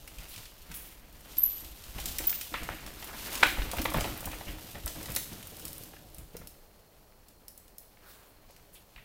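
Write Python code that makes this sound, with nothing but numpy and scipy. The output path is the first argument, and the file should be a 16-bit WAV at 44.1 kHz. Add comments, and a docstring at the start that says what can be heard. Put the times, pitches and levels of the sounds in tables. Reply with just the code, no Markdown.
"""A mountain bike comes down a leafy forest trail: tyres crush leaves and dirt, chain and hub tick.
A disc brake squeaks in short falling tones; roots thump, and the frame knocks hardest as the bike passes.
Then planks drum and knock under the tyres, the bike rides away, and a few late leaves crackle.
Noise and random snaps make the rustle, struck resonances the knocks, dying noise bursts the ticks.
Tree trunks echo the sharp sounds; far leaves and an insect tone lie behind. Both channels are the same."""
import sys
import numpy as np
from scipy import signal
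from scipy.fft import rfft, irfft
from scipy.io import wavfile

SR = 44100
rng = np.random.default_rng(int(sys.argv[2]) if len(sys.argv) > 2 else 0)


def store_pcm(level_fs):
    """Save levels as 16-bit WAV."""
    pcm = np.round(np.clip(level_fs, -1, 1) * 32767).astype(np.int16)
    wavfile.write(sys.argv[1], SR, np.atleast_2d(pcm).T)


N = 398663   # length of the scene in samples

# Steady rolling noise, before each layer's own level offset:
# (t/s, leaf rustle level/dB, dirt and twig crunch level/dB, low shaking level/dB)
ROLLING_LEVELS = [(0.0, -59.5, -60.5, -58.5), (0.3, -54, -56, -66), (0.64, -60, -61.5, -64),
                  (0.8, -55, -57, -62), (1.08, -65.5, -63, -63), (1.3, -54, -56, -60), (1.5, -52, -57, -63),
                  (1.75, -55, -58, -63), (1.94, -52.5, -55, -61), (2.09, -44, -51, -54),
                  (2.22, -44.5, -51, -57), (2.37, -47, -53.5, -60), (2.49, -49.5, -59, -62),
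                  (2.66, -52, -50.5, -58), (2.9, -54, -53.5, -56), (3.1, -51, -50, -56),
                  (3.23, -44, -46, -54.5), (3.42, -41.5, -41.5, -53), (3.57, -48, -44.5, -50),
                  (3.9, -48.5, -46.5, -49), (4.03, -43.5, -43, -45), (4.21, -52.5, -50, -53),
                  (4.63, -51.5, -56.5, -54), (4.83, -53.5, -57.5, -59), (5.03, -48, -51, -54),
                  (5.19, -49, -55, -54), (5.46, -55, -58, -56.5), (5.75, -55, -57.5, -56),
                  (6.07, -62, -64.5, -58), (6.3, -65.5, -67, -65), (6.77, -69.5, -67.5, -71),
                  (7.33, -73.5, -69, -68.5), (7.92, -72.5, -67.5, -70), (8.12, -63, -63.5, -70),
                  (8.38, -71.5, -66, -68.5), (9.04, -68, -67, -68.5)]
# Tyres hit roots and plank edges; levels set the start of the thump and the top of each swell:
# (t/s, thump level/dB, thump f/Hz, rumble level/dB, wheel bounce level/dB, tyre air level/dB)
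ROOT_AND_EDGE_HITS = [(0.178, -48, 37.6, -53, -49, -77), (0.367, -47.5, 101, -60, -60, -73),
                      (0.688, -47, 46.2, -51, -57, -67), (1.13, -58, 50, -64, -57, -80),
                      (1.36, -60, 50, -68, -51, -58), (1.61, -69, 50, -62, -50, -56),
                      (1.947, -43, 40, -49.5, -50, -66), (2.04, -58, 50, -55, -52, -56),
                      (2.19, -59, 46, -55, -51, -47.5), (2.511, -55, 80, -56, -53, -48.5),
                      (2.61, -40, 38.4, -45.5, -43, -53.5), (2.69, -55, 80, -47, -58, -51.5),
                      (2.83, -55, 50, -63, -44.5, -56), (3.43, -50, 60, -59, -48, -38),
                      (3.581, -33, 47, -47.5, -34, -53), (3.772, -32, 80, -41, -38, -37.5),
                      (3.86, -47, 80, -55, -60, -47), (3.948, -26.5, 168, -32, -30, -39),
                      (4.07, -52, 100, -55, -57, -44), (4.249, -47, 78.1, -46, -52, -49),
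                      (4.47, -34.5, 38, -45.5, -55, -54), (4.735, -44, 74, -46.5, -56, -67),
                      (4.843, -35, 70, -62, -44, -55), (4.949, -58, 60, -50, -51.5, -48.5),
                      (5.079, -48, 43.1, -42.5, -45, -60), (5.313, -45, 185, -46, -57, -64),
                      (5.63, -55, 100, -55, -66, -74), (6.174, -57, 59.2, -52, -48.5, -67),
                      (6.342, -44.5, 171, -53.5, -60, -73.5), (6.401, -44, 155, -54, -50.5, -68),
                      (8.95, -69, 100, -65, -58, -81)]
ROUGH_FROM_DB = -56   # chance ticks and knocks come only where the crunch column is above this


def from_db(db):
    """Turn decibels into a gain."""
    return 10 ** (np.asarray(db) / 20)


def rms_one(x):
    """Scale a sound to an average strength (rms) of 1."""
    return x / np.sqrt(np.mean(x ** 2) + 1e-20)


def in_time(rows):
    """Draw straight lines between the rows of a table: each column at every sample."""
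    s, *columns = np.transpose(rows)
    sample_times = np.arange(N) / SR
    return [np.interp(sample_times, s, column) for column in columns]


def at_hz(points, hz):
    """Read a level or time at a frequency, with frequency on a log scale."""
    table_hz, values = np.array(points).T
    return np.interp(np.log(hz + 1), np.log(table_hz), values)


def coloured(x, spectrum):
    """Filter a flat noise to the given spectrum, at rms 1."""
    gain = from_db(at_hz(spectrum, np.fft.rfftfreq(N, 1 / SR)))
    return rms_one(irfft(rfft(x) * gain, N))


def drift(rate_hz):
    """Slow random wander with spread 1: noise smoothed by two equal low-pass filters."""
    step = 40   # samples between the slow values
    r = np.exp(-2 * np.pi * step * rate_hz / SR)
    noise = rng.standard_normal(N // step + 2002)
    slow = signal.lfilter([1], [1, -2 * r, r * r], noise)[2000:]   # drop the filter's start
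    return np.interp(np.arange(N) / step, np.arange(len(slow)), rms_one(slow))


def ring(x, hz, t60):
    """A resonance: a unit click starts a sine of height 1 that falls 60 dB in t60 seconds."""
    r = from_db(-60 / (t60 * SR))
    w = 2 * np.pi * hz / SR
    return signal.lfilter([0, np.sin(w)], [1, -2 * r * np.cos(w), r * r], x + 1e-18)


def add(out, s, sound):
    """Mix a sound in at time s."""
    i = round(s * SR)
    out[i:i + len(sound)] += sound[:N - i]


def crackle(per_s, spread_db, hiss, clump_db):
    """Random snaps of uneven size over friction hiss; a slow wander gathers both into clumps."""
    sizes = from_db(spread_db * np.minimum(rng.exponential(1, N), 5))
    signed_sizes = sizes * rng.choice([-1, 1], N)
    snaps = signed_sizes * (rng.random(N) < per_s / SR)
    return (rms_one(snaps) + hiss * rng.standard_normal(N)) * from_db(clump_db * drift(26.7))


def shaken(jolt_db, steady_db, fall_s):
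    """A steady gain plus a quick swell at every root or plank edge."""
    rise_s = 0.015
    gain, t = from_db(steady_db), np.arange(SR // 2) / SR
    swell = np.minimum(t / rise_s, 1) * np.exp(-np.maximum(t - rise_s, 0) / fall_s)
    for hit, level_db in zip(ROOT_AND_EDGE_HITS, jolt_db):
        add(gain, hit[0], from_db(level_db) * swell)
    return gain


def thuds(events, swings):
    """A soft blow pushes a body into a few dying swings at one pitch."""
    out, t = np.zeros(N), np.arange(6000) / SR
    for s, level_db, hz in events:
        push = np.sin(2 * np.pi * hz * t) * np.exp(-t * hz / swings)
        add(out, s, from_db(level_db) * push * (1 - np.exp(-t / 0.00036)))   # soft start
    return out


def rolling():
    """Tyres break leaves and dirt into dense snaps, while rough ground makes a low rumble."""
    # Colour of crushed leaves: (f/Hz, relative level/dB)
    leaf_colour = [(1180, -31), (2000, -12), (2860, 0), (7840, -4.5), (11300, -4.5), (13300, -0.5),
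                   (15100, -3), (16000, -18)]
    # Colour of crushed dirt and twigs: (f/Hz, relative level/dB)
    dirt_colour = [(120, -23), (200, -3.5), (316, -3), (461, -4), (749, -5), (1090, -5), (2420, -7.5),
                   (5000, -19.5), (6500, -35), (11000, -120)]
    # Colour of the low rumble: (f/Hz, relative level/dB)
    rumble_colour = [(32, -20), (55, -2.5), (108, -5.5), (167, -8), (243, -13.5), (280, -18.5), (360, -40),
                     (620, -120)]
    leaf_offset_db, dirt_offset_db, rumble_offset_db = 1.5, -1, 0.5
    jolt_crunch_db = -9.5   # a jolt also crushes dirt: level relative to its rumble
    leaf_db, dirt_db, low_db = in_time(ROLLING_LEVELS)
    jolt_db = np.transpose(ROOT_AND_EDGE_HITS)[3]
    leaves = coloured(crackle(5000, spread_db=4.0, hiss=1.03, clump_db=1.5), leaf_colour)
    dirt = coloured(crackle(1500, spread_db=3.5, hiss=0.98, clump_db=1.5), dirt_colour)
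    dirt_gain = shaken(jolt_db + jolt_crunch_db, dirt_db + dirt_offset_db, fall_s=0.034)
    rumble = coloured(rng.standard_normal(N), rumble_colour)
    rumble_gain = shaken(jolt_db, low_db + rumble_offset_db, fall_s=0.042)
    return from_db(leaf_db + leaf_offset_db) * leaves + dirt_gain * dirt + rumble_gain * rumble


def tyre():
    """Rough ground shakes the wheel on its springy tyre and sets the tyre's air and casing ringing."""
    # Air ring and casing of the tyre: (f/Hz, relative level/dB, time to fall 60 dB/s)
    air_modes = [(313, 0.5, 0.079), (550, -6.5, 0.035), (690, -11, 0.085)]
    # Steady springing of the wheel between jolts: (t/s, level/dB)
    steady_bounce = [(0, -56.5), (1.55, -59), (1.7, -49.5), (2.25, -44.5), (2.4, -58), (3.3, -52.5),
                     (3.5, -47.5), (4.3, -52.5), (4.6, -62), (5.2, -61), (6.3, -63.5), (6.8, -72.5),
                     (9.04, -73)]
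    air_offset_db = -5.5   # steady air ring, relative to the low shaking
    *_, bounce_db, air_db = np.transpose(ROOT_AND_EDGE_HITS)
    low_db = in_time(ROLLING_LEVELS)[2]
    steady_db = in_time(steady_bounce)[0]
    shake = rng.standard_normal(N)
    bounce = rms_one(ring(shake, 45.7, t60=0.11))
    air = rms_one(sum(from_db(db) * rms_one(ring(shake, hz, t60)) for hz, db, t60 in air_modes))
    bounce_gain = shaken(bounce_db, steady_db, fall_s=0.045)
    air_gain = shaken(air_db, low_db + air_offset_db, fall_s=0.052)
    return bounce_gain * bounce + air_gain * air


def sprays():
    """Tyres skid and leaves fly: short swells of dense crackle, each about an octave wide."""
    # Skids and flying leaves: (t/s, level/dB, centre f/Hz, rise time/s, fall time/s)
    spray_events = [(.185, -56, 2500, .01, 0.066), (.28, -49, 12500, .02, 0.095),
                    (.30, -54, 3470, 0.017, 0.14), (.72, -56, 2020, 0.012, 0.16),
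                    (.740, -39.5, 12600, 0.0076, 0.075), (2.545, -40, 2080, .005, 0.086),
                    (2.695, -45, 2040, 0.0046, 0.083), (3.06, -49, 1200, 0.054, 0.067),
                    (4.3, -46.5, 2200, .03, 0.027), (4.46, -45.5, 2200, 0.022, 0.053),
                    (3.444, -37.5, 2220, 0.011, 0.12), (8.04, -52, 14000, .07, 0.075),
                    (8.0, -59.5, 1300, 0.087, 0.13), (8.04, -59, 4450, 0.073, .06),
                    (8.04, -61, 8600, 0.12, 0.053), (8.25, -61.5, 13500, .04, .04),
                    (8.47, -62.5, 704, 0.023, 0.047), (8.469, -64.5, 5000, 0.038, 0.069),
                    (8.725, -52, 10500, 0.022, 0.029), (8.746, -55.5, 2980, 0.012, 0.031),
                    (8.97, -56.5, 2200, 0.0087, 0.077)]
    out, t = np.zeros(N), np.arange(SR // 2) / SR
    grit = crackle(7200, spread_db=2.5, hiss=0.95, clump_db=1.0)
    for s, level_db, hz, rise, fall in spray_events:
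        edges = [hz / 1.33, min(hz * 1.41, .45 * SR)]
        band = signal.butter(2, edges, "band", fs=SR, output="sos")
        start = round(s * SR) // 2   # which piece of the grit to use
        piece = rms_one(signal.sosfilt(band, grit[start:start + len(t)]))
        swell = np.minimum(t / rise, 1) * np.exp(-np.maximum(t - rise, 0) / fall)
        add(out, s, from_db(level_db) * swell * piece)
    return out


def small_ticks():
    """Chance ticks on rough ground, whose level follows the leaf rustle."""
    per_s, above_rustle_db = 5.0, 8
    leaf_db, dirt_db, _ = in_time(ROLLING_LEVELS)
    at = np.flatnonzero((rng.random(N) < per_s / SR) & (dirt_db > ROUGH_FROM_DB))
    luck = rng.standard_normal((N, 2))[at] * [3, 4]   # spread of level and dullness
    return np.transpose([at / SR, leaf_db[at] + above_rustle_db + luck[:, 0], luck[:, 1]])


def ticks():
    """Chain and hub parts strike: a dry crack of noise, with small steel parts ringing along."""
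    # Chain and hub ticks: (t/s, crack peak level/dB, dullness/dB per octave)
    drive_ticks = [(0.0762, -35, 1), (0.184, -35.5, 4.5), (0.3391, -36, 4), (0.3611, -34.5, 5),
                   (0.3783, -34, 4), (0.455, -39.5, 5), (0.7154, -33, 4), (0.741, -33.5, 4.5),
                   (1.127, -45, -10), (1.207, -43, -4.5), (1.369, -32.5, 1), (1.4603, -36, -2),
                   (1.5005, -40, -5), (1.6048, -35.5, -1), (1.6467, -36.5, 4), (1.838, -36.5, 3.5),
                   (1.9829, -36, 2), (2.0002, -28.5, 1), (2.0567, -19.5, -0.5), (2.1844, -18.5, -2.5),
                   (2.2946, -23.5, -1), (2.4114, -25.5, 1), (2.6327, -32, 1), (2.8634, -31.5, 3.5),
                   (3.025, -32, 9), (3.043, -27.5, -7), (3.3263, -33, 6), (3.3532, -22.5, 3),
                   (3.3757, -31, 5.5), (3.4322, -20, 3.5), (3.467, -25, -5), (3.714, -24, 2),
                   (3.7349, -32, -12.5), (3.7693, -28, -8), (3.7915, -29, 5), (3.8167, -22, -1.5),
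                   (3.8432, -25, -10), (3.9015, -29, -3), (3.9379, -24.5, -4), (3.9729, -28, -8),
                   (4.007, -22.5, 2.5), (4.1754, -34, -10), (4.206, -28, -5), (4.256, -25, -4.5),
                   (4.3158, -32.5, 4), (4.86, -20, -8), (4.8765, -24, 2), (5.029, -28, -5),
                   (5.0577, -30.5, 3.5), (5.1018, -28, -1), (5.119, -26.5, -4), (5.15, -19, -11),
                   (5.162, -13.5, -1.5), (5.3308, -32.5, 0.5), (5.4273, -34, 2), (5.471, -30.5, -6),
                   (5.5677, -33, -3), (5.5962, -34, -5), (5.652, -27.5, -2.5), (5.6805, -31, 0),
                   (5.7304, -29.5, -3.5), (5.7806, -34, -10), (5.8355, -33, -1.5), (6.10, -50, -2),
                   (6.1458, -36.5, -3.5), (6.1828, -35, -1.5), (6.3674, -32.5, -1), (6.4722, -32.5, -2),
                   (7.2843, -40, -2), (7.4819, -32.5, -5), (7.577, -35, -5.5), (7.68, -47.5, 0),
                   (7.7827, -31.5, -5), (8.508, -47, -6), (8.5639, -43, 4)]
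    # Small steel parts: (f/Hz, relative level/dB, time to fall 60 dB/s)
    steel_modes = [(5300, -1.5, 0.0082), (7020, -16, 0.0094), (7740, -13, 0.0043), (8170, -1.5, 0.0098),
                   (9540, -2, 0.012), (11070, -2, 0.013), (12000, -1, .010), (14000, -30, 0.01),
                   (14120, -1, 0.017), (15200, -6, .008)]
    # How the ticks change along the ride: (t/s, steel ring level relative to crack/dB, crack decay/s)
    tick_kind = [(0, -16, 0.0067), (4.1, -16, 0.0063), (4.3, -15, 0.0049), (5.3, -17.5, 0.0049),
                 (5.6, -12.5, 0.0053), (9.04, -12, .003)]
    ring_loss_db = 0.3   # steel ring lost per dB of dullness
    steel_lean = .5      # share of the dullness that tilts the steel ring
    pivot_hz = 7000      # dullness tilts the sound around this pitch
    s, peak_db, dull_db = np.concatenate([drive_ticks, small_ticks()]).T
    at = np.round(s * SR).astype(int)
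    ring_db, crack_s = np.array(in_time(tick_kind))[:, at]
    strike_db = peak_db + ring_db - ring_loss_db * dull_db
    luck_db = rng.normal(0, 2.5, (len(s), len(steel_modes)))
    out = np.zeros(N)
    for k, (hz, level_db, t60) in enumerate(steel_modes):
        lean_db = -steel_lean * dull_db * np.log2(hz / pivot_hz)
        clicks = np.zeros(N)
        clicks[at] = from_db(strike_db + level_db + lean_db + luck_db[:, k])
        out += ring(clicks, hz, t60) * (-1) ** k   # alternate signs
    t = np.arange(600) / SR
    hz = np.fft.rfftfreq(len(t), 1 / SR) + 1
    decay = np.exp(-t / np.maximum(crack_s, .001)[:, None])
    bursts = rng.standard_normal((len(s), len(t))) * decay * (1 - np.exp(-t / 0.00025))
    tilt = from_db(-dull_db[:, None] * np.log2(np.maximum(hz, 2500) / pivot_hz))
    bass_cut = 1 / np.sqrt(1 + (2200 / hz) ** 4)
    cracks = irfft(rfft(bursts) * tilt * bass_cut, len(t))
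    for when, level_db, crack in zip(s, peak_db, cracks):
        add(out, when, from_db(level_db) * crack / np.abs(crack).max())
    return out


def small_knocks():
    """Chance knocks on rough ground, whose level follows the dirt crunch."""
    per_s, above_crunch_db, length_s = 12.0, 6.5, .004
    dirt_db = in_time(ROLLING_LEVELS)[1]
    at = np.flatnonzero((rng.random(N) < per_s / SR) & (dirt_db > ROUGH_FROM_DB))
    luck = rng.standard_normal((N, 3))[at]
    level_db = dirt_db[at] + above_crunch_db + 3.76 * luck[:, 0]
    low_db = -4 + 5.0 * luck[:, 1]
    high_db = -8 + 5.7 * luck[:, 2]
    return np.transpose([at / SR, level_db, low_db, high_db, np.full(len(at), length_s)])


def knocks():
    """A quick volley of contacts sets resonances ringing; each blow weighs low and high its own way."""
    # Knocks of frame, planks and twigs, before chance:
    # (t/s, level/dB, low-mode lean/dB, high-mode lean/dB, volley decay/s)
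    knock_events = [(0.076, -48.5, -23, 3.5, .004), (0.714, -37, -19, -20.5, .004),
                    (1.9826, -40.5, 2.5, 7, .0057), (2.1877, -37, -18, 4.5, 0.0048),
                    (2.327, -35.5, -18, -1, 0.0036), (2.412, -51, -15, 19, 0.0033),
                    (2.522, -40, -18, -9, 0.0061), (2.5394, -26, -8.5, -5, .006),
                    (2.688, -21.5, -9, -15, 0.001), (3.024, -39, -5, -29, .0048),
                    (3.356, -48, 1, -13, .004), (3.4281, -8.5, -34, -11.5, 0.0043),
                    (3.431, -4.5, -15, -10.5, 0.00079), (3.4341, -17, -25, 3.5, 0.0016),
                    (3.585, -36, 3, 1, .004), (3.618, -32, -10, -1, .004), (3.732, -34, 9.5, -16, 0.0051),
                    (3.769, -31, -9, -11, 0.0049), (3.783, -31.5, -6, 0, .0046),
                    (3.8523, -21, -3, -9.5, 0.0035), (3.856, -19.5, -13, -4.5, 0.0023),
                    (3.9429, -22, -0.5, -10.5, .004), (3.965, -31, 2, -12, .008),
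                    (4.007, -27, -1.5, -9, 0.0069), (4.042, -37.5, 10.5, 8.5, 0.0042),
                    (4.175, -44, -10, -4, .007), (4.227, -43.5, 9.5, -19, .0036),
                    (4.272, -33, -0.5, -17, .0037), (4.33, -36.5, 1, -5, .008),
                    (4.4076, -37, 1, -7.5, 0.0055), (4.752, -41.5, 3.5, -3, 0.0071),
                    (4.866, -36, -4, -5, 0.0043), (5.06, -39.5, -6, -13, 0.0033),
                    (5.0973, -45, -9, -6, .0048), (5.1646, -34, -3, 4, 0.0042),
                    (5.933, -40, -14, -14, .004), (5.965, -43, -24, -6, 0.0034),
                    (6.4135, -45, -3, -12, 0.005), (7.9708, -51, -12.5, -5, .002),
                    (8.961, -46, -11, 1.5, 0.0036), (8.9785, -48, -17.5, -9, .004)]
    # What the knocks ring with: (f/Hz, relative level/dB, time to fall 60 dB/s)
    frame_modes = [(544, -0.5, 0.016), (694, 1, 0.022), (876, 3.5, 0.013), (1232, 0.5, 0.01),
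                   (1464, 2, 0.008), (1758, -3, 0.019), (2037, -0.5, 0.017), (2440, 4, 0.0085),
                   (3123, 6, 0.0032), (3330, -5.5, 0.013), (3907, 0.5, 0.0032)]
    t = np.arange(1500) / SR
    blows = np.concatenate([knock_events, small_knocks()])
    # multiplying two noises gives a few strong contacts among many weak ones
    volleys = np.prod(rng.standard_normal((len(blows), len(t), 2)), axis=2)
    volleys[:, 0] = 1.47   # the first contact is always firm
    luck_db = rng.normal(0, 1.6, (len(blows), len(frame_modes)))
    out = np.zeros(N)
    for k, (hz, mode_db, t60) in enumerate(frame_modes):
        drive = np.zeros(N)
        for (s, level_db, low_db, high_db, length), volley, chance_db in zip(blows, volleys, luck_db[:, k]):
            lean_db = at_hz([(700, low_db), (1400, 0.0011), (2600, high_db)], hz)
            shaped = volley * np.exp(-t / max(length, .0005))
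            # even out how strongly volleys drive this mode: total energy and energy at its pitch
            energy = np.sum(shaped ** 2)
            energy_at_hz = abs(shaped @ np.exp(2j * np.pi * hz * t)) ** 2
            reach = .25 * energy + .75 * energy_at_hz
            add(drive, s, from_db(level_db + mode_db + lean_db + chance_db) * shaped / np.sqrt(reach))
        out += ring(drive, hz, t60) * (-1) ** k   # alternate signs
    return out


def brake():
    """Pad and disc lock into a short tone that slides down."""
    # Brake squeaks: (t/s, peak level/dB, start f/Hz, length/s)
    squeaks = [(1.379, -26, 13100, .005), (1.382, -16.5, 12630, 0.0084), (1.392, -22, 12840, 0.0064),
               (1.403, -30, 12100, 0.008), (1.42, -25, 12540, 0.0044), (1.432, -14, 12220, 0.011),
               (1.437, -23, 11900, 0.0083), (1.457, -22, 11940, 0.01), (2.269, -15.5, 14900, .010),
               (2.278, -22, 14600, .005), (2.303, -23, 14650, 0.0056)]
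    slide_hz_per_s = 36000
    out = np.zeros(N)
    for s, peak_db, start_hz, length in squeaks:
        n = round(length * SR)
        hz = start_hz - slide_hz_per_s * np.arange(n) / SR
        phase = 2 * np.pi * np.cumsum(hz) / SR
        swell = np.sin(np.linspace(0, np.pi, n)) ** 0.66
        add(out, s, from_db(peak_db) * np.sin(phase) * swell)
    return out


def plank_knocks():
    """Hollow planks answer a blow with a few dying swings."""
    # Hollow plank knocks: (t/s, level at the start of the decay/dB, f/Hz)
    plank_events = [(5.096, -39, 486), (5.328, -43, 400), (5.81, -41.5, 457), (5.628, -40, 468),
                    (6.351, -32.5, 460), (6.416, -45, 544), (8.499, -48, 546)]
    return thuds(plank_events, swings=2.15)


def boards():
    """Tyre knobs patter on the planks and keep their low modes sounding."""
    # Drumming of the boards under the tyres: (t/s, level/dB)
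    drumming = [(0, -95), (4.1, -90), (4.3, -56.5), (5.2, -61), (6.0, -61), (6.5, -66.5), (7.0, -74),
                (9.04, -76)]
    # Low modes of the boards: (f/Hz, relative level/dB, time to fall 60 dB/s)
    board_modes = [(453, 0, .03), (590, -0.5, 0.027), (740, -3, 0.021)]
    patter = crackle(400, spread_db=3.5, hiss=.8, clump_db=2.5)
    drum = rms_one(sum(from_db(db) * ring(patter, hz, t60) for hz, db, t60 in board_modes))
    return from_db(in_time(drumming)[0]) * drum


def trunks(x):
    """Tree trunks return countless small echoes: noise that swells after a gap and dies band by band."""
    # Time for the echoes to fall 60 dB: (f/Hz, time/s)
    echo_t60 = [(300, 0.17), (2000, 0.3), (6000, 0.42), (13000, 0.45)]
    # Thin trunks return little bass: (f/Hz, relative level/dB)
    scatter = [(300, -3), (1000, -0.5), (2500, 1.5), (13000, 1.5)]
    level_db, gap_s = -4.5, 0.0037
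    t, tail = np.arange(SR) / SR, 0
    edges = np.geomspace(150, 18000, 8)
    for low, high in zip(edges, edges[1:]):
        band_filter = signal.butter(2, [low, high], "band", fs=SR, output="sos")
        band = signal.sosfilt(band_filter, rng.standard_normal(SR))
        hz = np.sqrt(low * high)   # middle of the band
        tail = tail + band * from_db(at_hz(scatter, hz) - 60 * t / at_hz(echo_t60, hz))
    tail = tail * (1 - np.exp(-(t / gap_s) ** 2))
    tail = tail / np.sqrt(np.sum(tail ** 2))
    return from_db(level_db) * signal.fftconvolve(x, tail)[:N]


def woods():
    """Far leaves and air as steady coloured noise, and a thin insect tone as a noise-driven resonance."""
    # Colour of far leaves and air: (f/Hz, relative level/dB)
    woods_colour = [(12, -35), (20, 5.5), (150, -17.5), (210, -13.5), (328, -25), (377, -14.5),
                    (422, -15.5), (590, -14.5), (949, -21), (3530, -46), (4180, -29.5), (7950, -34.5),
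                    (16000, -27)]
    woods_db, insect_db = -59.5, -79.5   # rms levels
    air = coloured(rng.standard_normal(N), woods_colour)
    insect = rms_one(ring(rng.standard_normal(N), 4230, t60=.08))
    return from_db(woods_db) * air + from_db(insect_db) * insect


def scene():
    """Mix the wheels, the drive and the sharp sounds with their echoes over the woods."""
    thumps = thuds(np.array(ROOT_AND_EDGE_HITS)[:, :3], swings=2.7)
    wheels = thumps + tyre() + rolling() + sprays() + boards()
    sharp = ticks() + knocks() + brake() + plank_knocks()
    mono = wheels + sharp + trunks(sharp) + woods()
    return np.array([mono, mono])


def record(dry):
    """Cut the top steeply: 70 dB down from 16200 Hz upward."""
    return signal.sosfilt(signal.cheby2(24, 70, 16200, fs=SR, output="sos"), dry)


dry = scene()
out = record(dry)
store_pcm(out)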